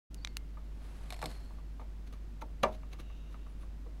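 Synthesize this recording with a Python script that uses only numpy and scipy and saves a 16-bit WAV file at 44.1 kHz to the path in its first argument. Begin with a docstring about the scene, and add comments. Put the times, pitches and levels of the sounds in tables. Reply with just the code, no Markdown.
"""Small plastic parts snap and squeak, close to the microphone, as a hand works a memory module into
its slot inside a computer case. The module's edge slides and ticks along the slot, fingers tap and
rub the board, and one firm knock rings board and case. Mains hum and faint room noise lie underneath."""
import sys
import numpy as np
from scipy import signal
from scipy.fft import rfft, irfft
from scipy.io import wavfile
from scipy.ndimage import uniform_filter1d

SR = 44100
rng = np.random.default_rng(int(sys.argv[2]) if len(sys.argv) > 2 else 0)


def master(y):
    """Save y as 16-bit WAV."""
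    cut = np.clip(np.atleast_2d(y).T, -1, 1)
    pcm = np.round(cut * 32767)  # scale
    wavfile.write(sys.argv[1], SR, pcm.astype(np.int16))


N = 176400
t = np.arange(N) / SR
RING_T = t[:SR // 2]  # the half second given to each impact


def knocks():
    """Each blow rings the struck spot, board and case; a softer contact is duller, a lighter one thinner."""
    # Each row: start in seconds, level in dB, low cut and high cut in Hz,
    # pitch of the struck spot in Hz, its relative level in dB.
    blows = [(0.5711, -41.5, 722, 1700, 1256, -7.5), (1.2266, -26, 490, 2400, 868, -9),
             (1.2400, -30, 80, 370, 153, -3.5), (1.257, -30, 80, 402, 170, -24),
             (1.5055, -47, 600, 1800, 1020, -17), (1.5842, -47, 895, 1490, 1150, -14),
             (1.796, -41, 696, 2000, 1290, -18), (1.8140, -42.5, 400, 1300, 896, -3),
             (2.1359, -50, 800, 3000, 1330, -7), (2.417, -39.5, 1290, 2800, 1350, -2.5),
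             (2.4221, -35.5, 109, 980, 902, 1), (2.6344, -11.5, 407, 5500, 1030, -14.5),
             (2.6394, -20.5, 303, 2200, 575, -2.5), (2.8313, -44.5, 900, 2800, 1290, -20),
             (2.9313, -42.5, 795, 3020, 1206, -21), (2.9887, -44, 800, 2500, 990, -16),
             (3.1000, -46, 610, 2000, 1300, -16), (3.3432, -42.5, 910, 2000, 1280, -9),
             (3.465, -47.5, 704, 1800, 1300, -14), (3.6327, -46.5, 900, 2000, 1150, -14),
             (3.8637, -40, 300, 616, 484, -2)]
    # Close rings of the struck spot. Each row: multiple of its pitch, level in dB, multiple of its t60.
    spot_modes = [(1, -1.5, 1), (.92, -7.5, .8), (1.07, -10, .7)]
    # Clear modes of board and case. Each row: pitch in Hz, level in dB, t60 in seconds.
    board_modes = [(224.8, -18, 0.23), (302.5, -18, 0.2), (461, -19.5, 0.13), (502.6, -17.5, 0.15),
                   (625.8, -17, 0.25), (720, -28, 0.095), (810, -23, 0.061), (945, -19.5, 0.12),
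                   (1115, -15.5, 0.075), (1186, -11, 0.07), (1730, -29, .11), (2083, -21, 0.075),
                   (2336, -20.5, 0.063), (2766, -20, 0.029), (3420, -23, 0.032), (6170, -22.5, 0.023)]
    # Dense ring of the case. Each row: centre of an octave in Hz, level in dB, t60 in seconds.
    case_bands = [(129.6, -18, 0.34), (313, -24, 0.24), (566, -18, 0.22), (935, -20.5, .16),
                  (1970, -31.5, 0.15), (3730, -39.5, 0.16), (8100, -33, .11)]
    # Spectrum of the contact itself. Each row: frequency in Hz, relative level in dB.
    crack_colour = [(200, -5), (600, 4.5), (1100, 8.5), (1600, -2), (2400, -2), (3200, -16), (4500, -8),
                    (8000, -48), (15000, -13)]
    spot_t60_s = 0.069
    out, board = np.zeros(N), modes(board_modes)
    for start, db, lo_hz, hi_hz, spot_hz, spot_db in blows:
        spot = modes([(spot_hz * k, spot_db + d, spot_t60_s * m) for k, d, m in spot_modes])
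        case = dense_ring(case_bands, ratio=np.sqrt(2))
        crack = noise(crack_colour, len(RING_T)) * undb(-6.5) * decay(t60=0.025)
        add(out, start, undb(db) * band(spot + board + case + crack, lo_hz, hi_hz))
    return out


def snaps():
    """Stiff plastic parts let go: a crack, a brief ring of body and edge, a faint ring of the board."""
    # Each row: start in seconds, level in dB, body pitch and edge pitch in Hz,
    # edge t60 in seconds, low cut and high cut in Hz.
    releases = [(0.1449, -23, 2850, 3630, 0.00079, 4920, 13900),
                (.2486, -13.5, 2400, 3860, 0.0034, 960, 6900), (0.2737, -22, 2290, 3870, 0.0021, 850, 6150),
                (0.3694, -13.5, 2830, 4390, 0.0018, 990, 14500)]
    # Ring of the snapping edge. Each row: multiple of its pitch, level in dB, multiple of its t60.
    edge_modes = [(1, -8.5, 1.3), (1.52, -10.5, .9), (2.2, -18, .8), (3.2, -22, .8)]
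    # The board ringing on. Each row: pitch in Hz, level in dB, t60 in seconds.
    board_modes = [(2110, -52.5, 0.35)]
    body_db, body_t60_s = -18.5, 0.011
    crack_envelope = undb(-20) * decay(t60=0.0018) + undb(-31.5) * decay(t60=0.031)
    out, board = np.zeros(N), modes(board_modes)
    for start, db, body_hz, edge_hz, edge_t60, lo_hz, hi_hz in releases:
        body = modes([(body_hz, body_db, body_t60_s)])
        edge = sum(modes([(edge_hz * k, d, edge_t60 * m)]) for k, d, m in edge_modes)
        crack = rng.standard_normal(len(RING_T)) * crack_envelope
        add(out, start, undb(db) * band(body + edge + crack + board, lo_hz, hi_hz))
    return out


def slot():
    """The module's edge slides grittily along the slot and catches in bright ticks that leave a thin ring."""
    # Swell of the slide. Each row: time in seconds, level in dB.
    slide_levels = [(.6, -88), (.85, -61.5), (1.05, -61), (1.2, -62), (1.32, -56), (1.42, -65), (1.62, -77)]
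    # The edge catching. Each row: start in seconds, level in dB.
    catches = [(1.1044, -36), (1.1248, -38), (1.133, -45), (1.1430, -45.5), (1.1642, -49.5), (1.191, -46.5),
               (1.2171, -40), (1.2258, -39), (1.24, -37.5), (1.2576, -31.5), (1.3138, -48.5)]
    # Spectra of the slide and of a tick. Each row: frequency in Hz, relative level in dB.
    slide_colour = [(200, 9), (700, 11.5), (1300, 6.5), (2200, 3.5), (3200, 0), (4200, 0), (5300, -6),
                    (6300, -6.5), (11000, -7), (15000, -23)]
    tick_colour = [(200, 5), (450, -3), (750, 14.5), (1500, -8), (2300, 4.5), (3150, -11), (3600, 2),
                   (3950, -1), (4260, 8.5), (4550, -12), (4900, -11), (5200, 0.5), (5800, -17), (6700, -11),
                   (8300, -5), (9800, -14), (11000, -8), (13000, -18), (15500, -40)]
    # Thin rings of the slot. Each row: centre in Hz, level in dB, t60 in seconds.
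    slot_rings = [(4280, -32, 1), (5210, -41, 0.85)]
    grains_per_s, grit_from_s = 260, 1.12
    grains = rng.standard_normal(N) * (rng.random(N) < grains_per_s / SR) * (t > grit_from_s)
    grit = band(grains, lo_hz=6500, hi_hz=12000)
    friction = noise(slide_colour, N) * undb(1.5 * wander(rate_hz=90))
    out = curve(slide_levels) * (friction + undb(-16) * grit / grit.std())
    tick_envelope = decay(t60=0.02) + undb(-14.5) * decay(t60=0.07)
    for start, db in catches:
        tick = noise(tick_colour, len(RING_T)) * tick_envelope
        ring = dense_ring(slot_rings, ratio=2 ** (1 / 16))
        add(out, start, undb(db) * (tick + ring))
    return out


def scuffs():
    """Plastic slips on plastic in short gritty strokes that swell and stop."""
    # Each row: peak time in seconds, level in dB, rise and fall time constants in seconds.
    slips = [(1.80, -62, .003, 0.022), (2.077, -55.5, 0.006, 0.0059), (2.127, -54, .0012, 0.016),
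             (2.414, -54, .002, 0.0056), (2.422, -50, 0.004, 0.0039), (2.6335, -29.5, 0.0015, 0.003),
             (2.683, -52.5, .0015, 0.0037), (2.728, -58, 0.019, 0.019), (2.752, -59.5, 0.0096, 0.0085),
             (2.934, -49, 0.0079, 0.0066), (3.001, -47.5, 0.0076, 0.01), (3.33, -63, 0.026, 0.02),
             (3.625, -61, 0.018, .015)]
    # Spectrum of a scuff. Each row: frequency in Hz, relative level in dB.
    colour = [(300, 16), (1000, 8), (1700, 5.5), (2300, 8.5), (3200, 3), (4000, 6.5), (5200, -5),
              (6200, 2.5), (7500, -11), (8800, -9), (10000, -4.5), (15000, -13.5)]
    force = sum(undb(db) * np.exp(-np.maximum((peak - t) / rise, (t - peak) / fall))
                for peak, db, rise, fall in slips)
    return force * noise(colour, N) * undb(1.64 * wander(rate_hz=760))


def rubbing():
    """Fingers rub the board, stirring a few resonances; slipping plastic chirps near the end."""
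    # Swell of the rub. Each row: time in seconds, level in dB.
    rub_levels = [(2.78, -86), (2.95, -78), (3.12, -70.5), (3.35, -76.5), (3.48, -77), (3.56, -91),
                  (3.75, -96)]
    # Resonances of the board. Each row: centre in Hz, width in Hz, level in dB.
    resonances = [(2770, 280, 0.5), (3740, 190, -4.5), (6000, 590, -13)]
    # Tiny high chirps. Each row: peak time in seconds, level in dB, half-length in seconds.
    chirps = [(3.505, -78, 0.023), (3.62, -76, 0.028)]
    friction = sum(undb(db) * resonant_noise(hz, width) for hz, width, db in resonances)
    chirp_envelope = sum(undb(db) * np.exp(-((t - peak) / half) ** 2) for peak, db, half in chirps)
    return curve(rub_levels) * friction + chirp_envelope * resonant_noise(hz=9800, width_hz=350)


def squeak():
    """A faint, unsteady plastic squeak dips, rises and falls in pitch among the snaps."""
    # Each row: time in seconds, pitch in Hz, level in dB.
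    glide = [(.165, 5020, -80), (.18, 4550, -62), (.197, 4240, -69), (.225, 4540, -65), (.25, 4800, -69),
             (.28, 4700, -77), (.3, 4380, -70), (.335, 4380, -79)]
    pitch_jitter, flutter_db = 0.0157, 3
    times, hz, db = np.array(glide).T
    pitch = np.interp(t, times, hz) * (1 + pitch_jitter * wander(rate_hz=600))
    level = curve(np.c_[times, db]) * undb(flutter_db * wander(rate_hz=151))
    return level * np.sin(2 * np.pi * np.cumsum(pitch) / SR)


def room():
    """Mains hum over room noise whose bass wavers and whose hiss is steady."""
    # Each row: multiple of the mains frequency, rms level in dB.
    harmonics = [(1, -43.5), (3, -64)]
    # Spectrum of the room noise. Each row: frequency in Hz, relative level in dB.
    colour = [(20, -52), (35, -54.5), (70, -56.5), (110, -63), (170, -63.5), (280, -64.5), (450, -75.5),
              (1000, -81), (2500, -87.5), (5000, -93), (10000, -100.5), (15000, -103)]
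    mains_hz, air_db, bass_below_hz, waver_db = 50, -52, 182, 1
    hum = sum(np.sqrt(2) * undb(db) * np.sin(2 * np.pi * k * mains_hz * t) for k, db in harmonics)
    air = noise(colour, N) * undb(air_db)
    bass = signal.sosfiltfilt(signal.butter(2, bass_below_hz, fs=SR, output="sos"), air)
    return hum + air + bass * (undb(waver_db * wander(rate_hz=14)) - 1)


def undb(db):
    """Decibels to gain."""
    return 10 ** (np.asarray(db) / 20)


def decay(t60):
    """Exponential decay that falls 60 dB in t60 seconds."""
    return np.exp(-np.log(1000) * RING_T / t60)


def curve(rows):
    """Gain over time from (seconds, dB) points, silent outside them."""
    return undb(np.interp(t, *np.array(rows).T, left=-120, right=-120))


def wander(rate_hz):
    """Smooth random wander with a spread of 1."""
    hold = int(SR / rate_hz)
    steps = np.repeat(rng.standard_normal(N // hold + 1), hold)
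    x = uniform_filter1d(steps, hold)[:N]
    return x / x.std()


def band(x, lo_hz, hi_hz):
    """Low cut and high cut, 12 dB an octave."""
    for hz, kind in ((lo_hz, "high"), (hi_hz, "low")):
        x = signal.sosfilt(signal.butter(2, hz, kind, fs=SR, output="sos"), x)
    return x


def noise(colour, size):
    """Noise of rms 1 with a spectrum of (Hz, dB) points."""
    hz, db = np.array(colour).T
    freqs = np.maximum(np.fft.rfftfreq(size, 1 / SR), 1)
    gain = undb(np.interp(np.log(freqs), np.log(hz), db))
    x = irfft(rfft(rng.standard_normal(size)) * gain, size)
    return x / x.std()


def resonant_noise(hz, width_hz):
    """Friction noise in one resonance; rms 1."""
    x = band(rng.standard_normal(N), 20, hz * 2)
    for _ in range(2):  # two broader peaks in series narrow to about width_hz
        x = signal.lfilter(*signal.iirpeak(hz, hz / width_hz / 1.5, fs=SR), x)
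    return x / x.std()


def modes(rows):
    """Decaying sines of alternating sign from (Hz, dB, t60) rows."""
    return sum((-1) ** k * undb(db) * decay(t60) * np.sin(2 * np.pi * hz * RING_T)
               for k, (hz, db, t60) in enumerate(rows))


def dense_ring(rows, ratio):
    """Many close modes: for each (Hz, dB, t60) row, decaying noise from Hz / ratio to Hz * ratio."""
    size = len(RING_T)
    out = np.zeros(size)
    for hz, db, t60 in rows:
        sos = signal.butter(3, [hz / ratio, hz * ratio], "band", fs=SR, output="sos")
        cluster = signal.sosfilt(sos, rng.standard_normal(2 * size))[size:]
        out += cluster / cluster.std() * undb(db) * decay(t60)
    return out


def add(out, start_s, x):
    """Mix x in at start_s."""
    i = int(start_s * SR)
    out[i:i + len(x)] += x[:N - i]


def scene():
    """One microphone close to the hand in the computer case, with the room behind."""
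    return (room() + snaps() + slot() + knocks() + scuffs() + rubbing() + squeak())[None]


def record(dry):
    """The recorder opens after a moment and cuts the top of the treble."""
    start_s, fade_s, top_hz = 0.1, 0.011, 15700
    opened = dry * np.clip((t - start_s) / fade_s, 0, 1)
    return signal.sosfilt(signal.ellip(8, .2, 70, top_hz, fs=SR, output="sos"), opened)


dry = scene()
out = record(dry)
master(out)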